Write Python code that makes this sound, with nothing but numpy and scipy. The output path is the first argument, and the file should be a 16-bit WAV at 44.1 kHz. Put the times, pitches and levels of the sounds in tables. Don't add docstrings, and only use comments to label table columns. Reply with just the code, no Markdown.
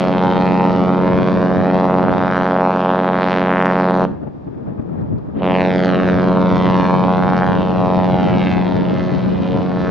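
import sys
import numpy as np
from scipy import signal
from scipy.fft import rfft, irfft, next_fast_len
from scipy.io import wavfile

SR = 44100
rng = np.random.default_rng(int(sys.argv[2]) if len(sys.argv) > 2 else 0)


def to_wav(sig):
    pcm = np.clip(np.atleast_2d(sig), -1, 1) * 32767
    pcm = np.round(pcm).astype(np.int16)
    wavfile.write(sys.argv[1], SR, pcm.T)


N = 436590
MAIN_HZ, DEEP_HZ, SMALL_HZ = 91.49, 70.53, 111.8


def from_db(db):
    return 10 ** (np.asarray(db) / 20)


def rms_one(x):
    return x / np.sqrt(np.mean(x ** 2) + 1e-20)


def in_time(rows):
    s, *columns = np.transpose(rows)
    return [np.interp(np.arange(N) / SR, s, column) for column in columns]


def swings(blasts):
    return [db - db.mean() for db in in_time(np.vstack(blasts))]


def at_hz(points, hz):
    points_hz, levels = np.array(points)[:, :2].T
    return np.interp(np.log(hz), np.log(points_hz), levels)


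def butter(x, order, hz, kind="low"):
    return signal.sosfilt(signal.butter(order, hz, kind, fs=SR, output="sos"), x)


def drift(rate_hz):
    step = 40
    pole = np.exp(-2 * np.pi * step * rate_hz / SR)
    white = rng.standard_normal(N // step + 2002)
    slow = signal.lfilter([1], [1, -2 * pole, pole * pole], white)[2000:]
    bounded = 2.5 * np.tanh(rms_one(slow) / 2.5)
    return np.interp(np.arange(N) / step, np.arange(len(slow)), bounded)


def pulse_harmonics(spectrum, pitch, offset=0, count=100):
    order = np.arange(count + 1)
    hz = np.maximum(order, .5) * pitch + offset
    cepstrum = irfft(np.log(from_db(at_hz(spectrum, hz))))
    cepstrum[1:count] *= 2
    cepstrum[count + 1:] = 0
    return hz, -np.sqrt(2) * np.exp(rfft(cepstrum)) * (order > 0)


def read_cycle(cycle, turns):
    return cycle[(turns * len(cycle)).astype(np.int64) % len(cycle)]


def play(harmonics, turns, size=32768):
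    return read_cycle(np.fft.ifft(harmonics, size) * size, turns)


def turns_of(pitch, wander_s, starts=(0,)):
    t = np.arange(N) / SR
    begun = np.where(t < starts[-1] - .5, starts[0], starts[-1])
    return pitch * (t - begun + wander_s * drift(0.65))


def banded_noise(spectrum, likeness, patchy_db):
    out, edges = 0, 20 * 2 ** np.arange(0, 10, .5)
    white = rng.standard_normal((2, 2, N))
    for k, (low, high) in enumerate(zip(edges, edges[1:])):
        mid, side = butter(white[k % 2], 2, [low, high], "band")
        hz = np.sqrt(low * high)
        alike = np.clip(at_hz(likeness, hz), -1, 1)
        gain = from_db(at_hz(spectrum, hz) + patchy_db * drift(21))
        out = out + gain * (np.sqrt(1 + alike) * mid + np.sqrt(1 - alike) * side * [[1], [-1]])
    return rms_one(out)


def clicks_in_band(rows, low_hz, high_hz):
    s, db = np.transpose(rows)
    clicks = np.zeros(N)
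    clicks[(s * SR).astype(int)] = from_db(db)
    return butter(clicks + 1e-18, 2, [low_hz, high_hz], "band")


# (frequency [Hz], level [dB rms])
MAIN = [(91.5, -45), (183, -27), (274, -27), (458, -27.5), (549, -25.5), (824, -30.5), (1006, -33.5),
        (1464, -41), (2196, -50.5), (3843, -59), (5124, -71.5), (6400, -81), (7300, -95.5), (8300, -116)]
# (time [s], body [dB], blare [dB], buzz [dB], edge [dB], sizzle [dB])
CARRY = [
    [(0.03, -1, -1.5, 2, 4, 3.5), (0.36, -4, 6, -3.5, 5, 4), (0.7, -4, 5.0, -2.5, -2, 3.5),
     (0.99, 0, 4.0, -2, -2.5, -3), (1.25, 0, -2, 1.5, 0, 5), (1.55, 0, -1.0, -1.5, -9.5, 1.5),
     (1.8, 1.5, 2.5, 1, -2.0, 3), (2.05, 4.5, 5, 0, -9, -2.5), (2.3, 1.5, 3.5, 5.5, 0.5, 5.5),
     (2.55, 2, 9.5, 0, -5, 1), (2.83, -1.5, -1.5, 2, 0, 0.5), (3.1, 0, 0.0, 5.5, 1.5, -8.5),
     (3.3, -0.5, 2, 6, 10, 10.5), (3.55, 2.5, 4, 7, -1, -5), (3.78, 2.5, 2.5, 3, 4, 2),
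     (4.04, 2, 0.5, 1.5, -7, 3.5)],
    [(5.46, -4, 0.5, 6, 3.5, -11.0), (5.63, -6, 1, 6.0, 6.5, 6.5), (5.85, -2.5, 5, 2.5, 2.0, 6.5),
     (6.1, 1.0, -1, 1, 2.0, 2.5), (6.35, -1.5, 1.5, -4.5, -2, -1.0), (6.6, -3.5, 1.5, -2.5, 5.0, 8),
     (6.85, -2.5, 1.5, -2, 0, 4.0), (7.1, -4.5, 6.5, -4.0, 0.5, 1), (7.43, -5.0, 3.5, 2.5, -2, 3),
     (7.65, -5, -1, -7, -0.5, -6), (7.93, -7.5, 4, -6.5, -3.5, 2.5), (8.2, -6.5, 2.5, -1, 2, 0.5),
     (8.5, -0.5, -1.0, 0, 4.5, 4.5), (8.8, 1, -3.5, -9.5, -5.5, -4.5), (9.13, -0.5, -7, -1.5, -2.0, 2),
     (9.33, -2.5, -9.5, -3.5, 0, -3.5), (9.55, 6.5, -2.5, -11.0, -1.5, -2.5),
     (9.7, -3, -6.5, -10, -9.5, -4.5), (9.88, -2, -8.5, 1.5, -8, 4)],
]
CARRY_HZ = [380, 860, 1730, 3200, 5200]
# (time [s], level [dB rms])
BOOM = [
    [(0.05, -22), (0.74, -19.5), (2.03, -22), (2.07, -25), (3.25, -25), (4.03, -21)],
    [(5.47, -21.5), (6.47, -18), (7.7, -22.5), (8.46, -18.5), (8.49, -21), (9.1, -24)],
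]


def main_horn(turns, deep_turns, valve, horn_db=0.12, shove_s=.00002, flutter_db=2.5, throb_db=1.56,
              boom_db=-0.1, boom_waver_db=-0.1, boom_lag_s=0.0027, brighten=1.7):
    hz, harmonics = pulse_harmonics(MAIN, MAIN_HZ)
    swell = np.sin(2 * np.pi * deep_turns)
    is_boom = np.arange(len(hz)) == 2
    whole = over_water(harmonics * ~is_boom, turns + MAIN_HZ * shove_s * swell)
    boom_tone = is_boom * harmonics / abs(harmonics[2])
    boom = np.sqrt(2) * play(boom_tone, turns - MAIN_HZ * boom_lag_s).real
    boom_level_db = in_time(np.vstack(BOOM))[0] + boom_db + boom_waver_db * drift(4.0)
    out = boom * valve * from_db(boom_level_db)
    size = next_fast_len(N + SR)
    spectrum = rfft(whole, size)
    log_hz = np.log(np.arange(size // 2 + 1) * SR / size + 1)
    for k, level_db in enumerate(in_time(np.vstack(CARRY))):
        share = np.interp(log_hz, np.log(CARRY_HZ), np.eye(len(CARRY_HZ))[k])
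        register = irfft(spectrum * share, size)[:N]
        shake_db = np.sqrt(k + 1) * (flutter_db * drift(42) + throb_db * swell) / 2
        out = out + register * valve ** (1 + brighten * k) * from_db(level_db + horn_db + shake_db)
    return out


# (middle [s], half length [s], lag [ms], slide [ms per s], gain [ratio])
PATHS = [(0.12, 0.58, 0.45, 0.8, 0.21), (0.33, 0.14, 2.2, -0.83, 0.25), (0.4, 0.79, 0.33, -0.61, -0.2),
         (0.54, 0.9, 3.18, -0.46, 0.11), (0.55, 0.17, 0.65, -0.45, -0.31), (0.58, 0.36, 1.77, -0.55, -0.22),
         (0.59, 0.26, 0.42, -0.28, 0.44), (0.69, 0.85, 1.11, 0.03, -0.13), (0.83, 0.24, 0.91, -0.5, 0.22),
         (0.87, 0.54, 0.59, -0.77, 0.19), (0.93, 0.9, 2.64, -0.58, -0.1), (0.99, 0.43, 0.5, -1.42, -0.12),
         (1.06, 0.71, 1.13, -0.45, -0.16), (1.27, 0.9, 1.6, -0.46, -0.18), (1.45, 0.39, 1.84, -0.99, 0.11),
         (1.57, 0.69, 0.97, 0.26, 0.13), (1.7, 0.68, 1.58, -0.44, 0.19), (1.89, 0.9, 0.16, -1.16, 0.16),
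         (1.98, 0.57, 1.3, -1.63, -0.1), (2.06, 0.45, 0.16, -0.87, 0.11), (2.16, 0.42, 0.21, 0.78, -0.21),
         (2.19, 0.54, 0.38, -0.86, -0.11), (2.28, 0.32, 0.78, -0.55, 0.22), (2.31, 0.9, 0.01, 0.59, -0.12),
         (2.5, 0.59, 0.18, 0.77, -0.16), (2.55, 0.59, 0.31, 0.56, -0.11), (2.6, 0.45, 0.41, -0.43, 0.26),
         (2.98, 0.38, 0.43, -0.44, -0.38), (3.82, 0.4, 0.31, 0.31, -0.47), (5.53, 0.53, 0.38, 0.81, 0.58),
         (5.67, 0.26, 0.75, 1.06, 0.31), (5.76, 0.21, 0.42, 0.67, 0.42), (6.07, 0.41, 0.24, 0.57, -0.31),
         (6.14, 0.9, 1.02, 0.64, -0.17), (6.27, 0.9, 1.01, 0.6, -0.16), (6.29, 0.65, 0.7, 0.78, 0.22),
         (6.3, 0.56, 0.66, 0.9, 0.22), (6.42, 0.54, 1.88, 0.47, 0.13), (6.54, 0.53, 3.06, -0.27, 0.12),
         (6.57, 0.38, 2.42, -0.58, -0.14), (6.65, 0.41, 0.62, 0.56, 0.23), (6.68, 0.43, 0.04, -0.8, 0.17),
         (6.72, 0.42, 3.88, -1.16, 0.11), (6.97, 0.86, 3.21, -0.17, -0.12), (7.01, 0.58, 1.91, 0.62, 0.09),
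         (7.17, 0.42, 0.77, -0.54, 0.17), (7.2, 0.43, 2.78, -0.87, 0.1), (7.2, 0.39, 1.45, -0.8, 0.14),
         (7.28, 0.48, 1.89, -0.62, 0.15), (7.43, 0.55, 0.24, -0.65, -0.18), (7.47, 0.32, 0.62, 0.33, 0.24),
         (7.61, 0.77, 0.45, 0.65, -0.2), (8.04, 0.86, 0.1, -0.75, -0.12), (8.06, 0.25, 1.6, 0.64, -0.18),
         (8.14, 0.57, 0.17, -0.73, -0.12), (8.26, 0.5, 3.47, 1.32, 0.12), (8.33, 0.53, 0.71, 0.75, 0.19),
         (8.48, 0.7, 0.43, 0.38, 0.23), (8.5, 0.9, 0.41, 0.08, 0.16), (8.61, 0.69, 0.28, 0.86, -0.11),
         (8.62, 0.56, 0.68, 0.29, -0.22), (8.7, 0.5, 1.26, 0.79, 0.13), (8.72, 0.26, -0.09, -0.71, -0.36),
         (8.73, 0.63, 1.12, -0.56, 0.11), (8.81, 0.32, 0.23, -1.27, -0.19),
         (9.19, 0.62, 0.02, -0.25, -0.55), (9.22, 0.66, 2.6, -0.02, -0.12), (9.23, 0.9, 4.36, 0.83, -0.08),
         (9.44, 0.77, 3.94, 1.2, 0.09), (9.48, 0.88, 2.35, 0.72, -0.1), (9.52, 0.34, 0.18, 0.93, -0.22),
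         (9.54, 0.78, 0.48, 1.55, -0.11)]
# (time [s], factor on their lags [ratio])
SPREAD = [(0.0, 0.796), (0.8, 0.818), (1.5, 0.62), (2.0, 0.34), (2.7, 0.29), (3.3, 0.017), (4.1, 0.18),
          (5.4, 0.19), (5.8, 0.46), (6.2, 0.65), (6.9, 0.755), (7.45, 0.56), (8.2, 0.793), (9.0, 1.17),
          (9.9, 1.32)]


def over_water(harmonics, turns, scatter=0.32, count=8):
    t = np.arange(N) / SR
    cycle = np.fft.ifft(harmonics, 32768).real * 32768
    out = read_cycle(cycle, turns)
    for s, half_s, lag_ms, slide, gain in PATHS:
        near = abs(t - s) < 2 * half_s
        since = t[near] - s
        lag_s = (lag_ms + slide * since) / 1000
        fade = np.exp(-(since / half_s) ** 4)
        out[near] += gain * fade * read_cycle(cycle, turns[near] - MAIN_HZ * lag_s)
    spread, = in_time(SPREAD)
    strays = 0
    for lag_s in rng.uniform(0.00052, 0.004496, count):
        strays = strays + drift(2.6) * read_cycle(cycle, turns - MAIN_HZ * lag_s * spread)
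    return out + scatter * np.sqrt(abs(spread)) * butter(strays, 1, 2200, "high")


# (frequency [Hz], level [dB rms])
DEEP = [(70, -45.5), (141, -29.5), (212, -25), (282, -30.5), (353, -34.5), (423, -38), (494, -37),
        (564, -36.5), (705, -51.5), (1200, -53), (2500, -70.5), (5500, -90.5), (7000, -110)]
# (frequency [Hz], level [dB rms])
SMALL = [(112, -42), (224, -29), (335, -47), (1000, -42.5), (3000, -102), (8000, -125)]
# (frequency [Hz], level [dB rms])
SUMS = [(253, -46.5), (324, -44.5), (465, -39.5), (677, -41), (1030, -45.5), (1600, -56), (3000, -70),
        (5500, -85), (7200, -108)]


def lower_horns(turns, deep_turns, main_valve, valve, deep_db=-1.25, small_db=-5, follow=0.57):
    boom_db, = swings(BOOM)
    deep = play(pulse_harmonics(DEEP, DEEP_HZ)[1], deep_turns).real * from_db(deep_db + follow * boom_db)
    small_turns = turns_of(SMALL_HZ, wander_s=0.00037)
    small = play(pulse_harmonics(SMALL, SMALL_HZ)[1], small_turns).real * from_db(small_db)
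    boom = np.exp(2j * np.pi * 2 * turns)
    sums = (play(pulse_harmonics(SUMS, DEEP_HZ, offset=2 * MAIN_HZ)[1], deep_turns) * boom).real
    carried = from_db(swings(CARRY)[0] / 2)
    horns = deep + small + main_valve * carried * sums
    dull = butter(horns, 2, 1100)
    return valve * (dull + main_valve ** 4 * (horns - dull))


# (time [s], relative level [dB])
OVERLOADS = [(3.6676, -59), (3.7005, -57), (3.7334, -57), (3.7768, -55), (3.7988, -56), (3.8287, -61),
             (3.8427, -52), (3.897, -55), (3.9734, -57), (4.0173, -56)]


def overload_crackle(turns, crackle_db=22, lesser_db=-35, uneven_db=9):
    s = np.flatnonzero(np.diff(np.floor(turns)) > 0) / SR
    s = s[(s > OVERLOADS[0][0]) & (s < OVERLOADS[-1][0])]
    levels_db = lesser_db - crackle_db - uneven_db * rng.exponential(1, N)[:len(s)]
    rows = np.vstack([OVERLOADS, np.transpose([s, levels_db])])
    return from_db(crackle_db) * clicks_in_band(rows, low_hz=5500, high_hz=12000)


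# (frequency [Hz], relative level [dB per Hz])
AIR = [(200, -10.5), (700, -8), (1500, 4), (2800, 6), (4500, -6), (6500, -48), (9000, -37), (15000, -56)]


def air_rush(main_valve, deep_valve, air_db=-46.5, follow=0.27, soft_db=9.0, soft_hz=2200):
    hiss = banded_noise(AIR, [(200, 0.33), (8000, 0.69)], patchy_db=2.5)
    soft = butter(hiss, 2, soft_hz) * from_db(soft_db)
    full = main_valve ** 4
    edge_db = swings(CARRY)[-2]
    return (full * hiss + (1 - full) * deep_valve ** 2 * soft) * from_db(air_db + follow * edge_db)


def quay_echo(x, count=12, shared=0.46, t60_s=0.4, cut_hz=9500):
    size = next_fast_len(N + 2 * SR)
    hz = np.arange(size // 2 + 1) * SR / size
    loops = np.zeros((2, len(hz)), complex)
    for k, lag_s in enumerate(rng.uniform(.03, .11, count)):
        trip = from_db(-60 * lag_s / t60_s) * np.exp(-2j * np.pi * hz * lag_s)
        loops[k % 2] += trip / (1 - trip)
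    loops = (loops + shared * loops[::-1]) / np.hypot(1, shared)
    dulled = loops / (1 + 1j * hz / cut_hz) ** 2
    return irfft(rfft(x, size) * dulled, size)[:, :N] / np.sqrt(2)


# (time [s], relative level [dB])
WIND = [(0, -25), (1.1, -22), (1.9, -27), (2.13, -21), (2.3, -28), (2.8, -42), (3.25, -31.5), (3.85, -36),
        (4.1, -25), (4.45, -31.5), (4.9, -25), (5.05, -28), (5.27, -27.5), (6.1, -19.5), (7.2, -19.5),
        (7.6, -18.5), (8.8, -18.5), (9.9, -20.5)]
# (time [s], level over the wind [dB], extra bass [dB], length [s])
BUFFETS = [(1.61, 4, 8, 0.017), (4.024, 7, -8, 0.013), (4.236, 8, -10, .008), (4.276, 8.5, -1, 0.0073),
           (4.573, 3, 6, .007), (4.479, 9, 1, 0.0072), (4.682, 6, -2, 0.0085), (4.797, 10, 7.5, 0.0046),
           (5.007, 5.5, 5, 0.025), (5.126, 4, 14, 0.043), (5.183, -1.5, 11.5, 0.006), (5.367, 6, 4, 0.01),
           (6.89, -8, 9, .015), (9.22, -1.5, 3, 0.017)]
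# (frequency [Hz], relative level [dB per Hz])
WIND_COLOUR = [(25, -29), (40, -25.5), (70, -5), (110, 4), (190, 3), (300, 0.5), (500, -8), (800, -15.5),
               (1300, -26.5), (2500, -40), (5000, -47.5), (8000, -59.5)]
# (frequency [Hz], likeness [-1 to 1])
WIND_LIKENESS = [(30, 0.45), (80, -0.042), (180, -0.099), (400, -0.74), (900, -0.14), (4000, 0.55)]


def wind(gust_db=0.9, gusts_hz=4, lumps_db=0.5, own_db=1.5, rasp_db=-2.0,
         rasp_hz=600, top_hz=1700, thump_hz=110):
    t = np.arange(N) / SR
    lumps = 2 * np.tanh(drift(43) / 2)
    buffet_db, thump_db = np.zeros((2, N))
    for s, level_db, bass_db, length_s in BUFFETS:
        hump = np.exp(-((t - s) / length_s) ** 2 / 2)
        buffet_db += level_db * hump
        thump_db += bass_db * hump
    noise = butter(banded_noise(WIND_COLOUR, WIND_LIKENESS, patchy_db=2.0), 2, top_hz)
    rasp = butter(noise, 1, rasp_hz, "high")
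    noise = noise + rasp * (from_db(rasp_db * lumps) - 1)
    gusts = drift(gusts_hz)
    own = np.array([drift(26), drift(13)])
    eddies = from_db(gust_db * gusts + lumps_db * lumps + own_db * own)
    noise = rms_one(noise * eddies)
    thump = butter(noise, 1, thump_hz) * (from_db(thump_db) - 1)
    return (noise + thump) * from_db(in_time(WIND)[0] + buffet_db)


# (time [s], level [dB])
TICKS = [(4.447, -38), (5.013, -33), (5.184, -29)]


def faint_ticks():
    return clicks_in_band(TICKS, low_hz=3300, high_hz=5000)


# (frequency [Hz], relative level [dB per Hz])
HARBOUR = [(30, -3.5), (100, 0.5), (400, -2.5), (1000, -13.5), (2000, -25.5), (4500, -36.5), (7000, -52),
           (10000, -54), (15000, -54)]


def harbour_noise(level_db=-46):
    return from_db(level_db) * banded_noise(HARBOUR, [(100, 0.79), (5000, 0.14)], patchy_db=0.5)


# (first beat of main horn [s], first beat of deep horn [s])
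STARTS = [(0.0069, 0.0098), (5.3776, 5.3621)]
# (time [s], main horn opening [0-1], deep horn opening [0-1])
VALVES = [(0, 1, 1), (4.054, 1, 0.89), (4.064, 0.3, 0.8), (4.075, 0.22, 0.5), (4.16, 0.01, 0.05),
          (5.325, 0, 0.04), (5.395, 0.2, 0.78), (5.418, 0.77, 0.7), (5.434, 0.97, 1), (5.447, 0.99, 0.7),
          (5.5, 1, 0.81), (9.9, 0.99, 0.48)]


def scene(echo_db=-12):
    main_starts, deep_starts = np.transpose(STARTS)
    main_valve, deep_valve = np.clip(in_time(VALVES), 0, 1)
    turns = turns_of(MAIN_HZ, 0.00018, main_starts)
    deep_turns = turns_of(DEEP_HZ, 0.0003, deep_starts)
    horns = main_horn(turns, deep_turns, main_valve)
    horns = horns + lower_horns(turns, deep_turns, main_valve, deep_valve) + overload_crackle(turns)
    background = harbour_noise() + faint_ticks()
    echo = from_db(echo_db) * quay_echo(horns)
    ship = horns * from_db([[-.45], [.45]]) + air_rush(main_valve, deep_valve)
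    gusts = wind() * from_db([[1.2], [-1.2]])
    return ship + echo + background + gusts


def record(dry, dull_hz=8200, smear_hz=900, cutoff_hz=15500):
    pole = np.exp(-2 * np.pi * smear_hz / SR)
    smeared = signal.lfilter([-pole, 1], [1, -pole], dry)
    rounded = smeared / (1 + (smeared / 1.2) ** 6) ** (1 / 6)
    dull = butter(rounded, 2, dull_hz)
    return signal.sosfilt(signal.cheby2(12, 70, cutoff_hz, fs=SR, output="sos"), dull)


dry = scene()
out = record(dry)
to_wav(out)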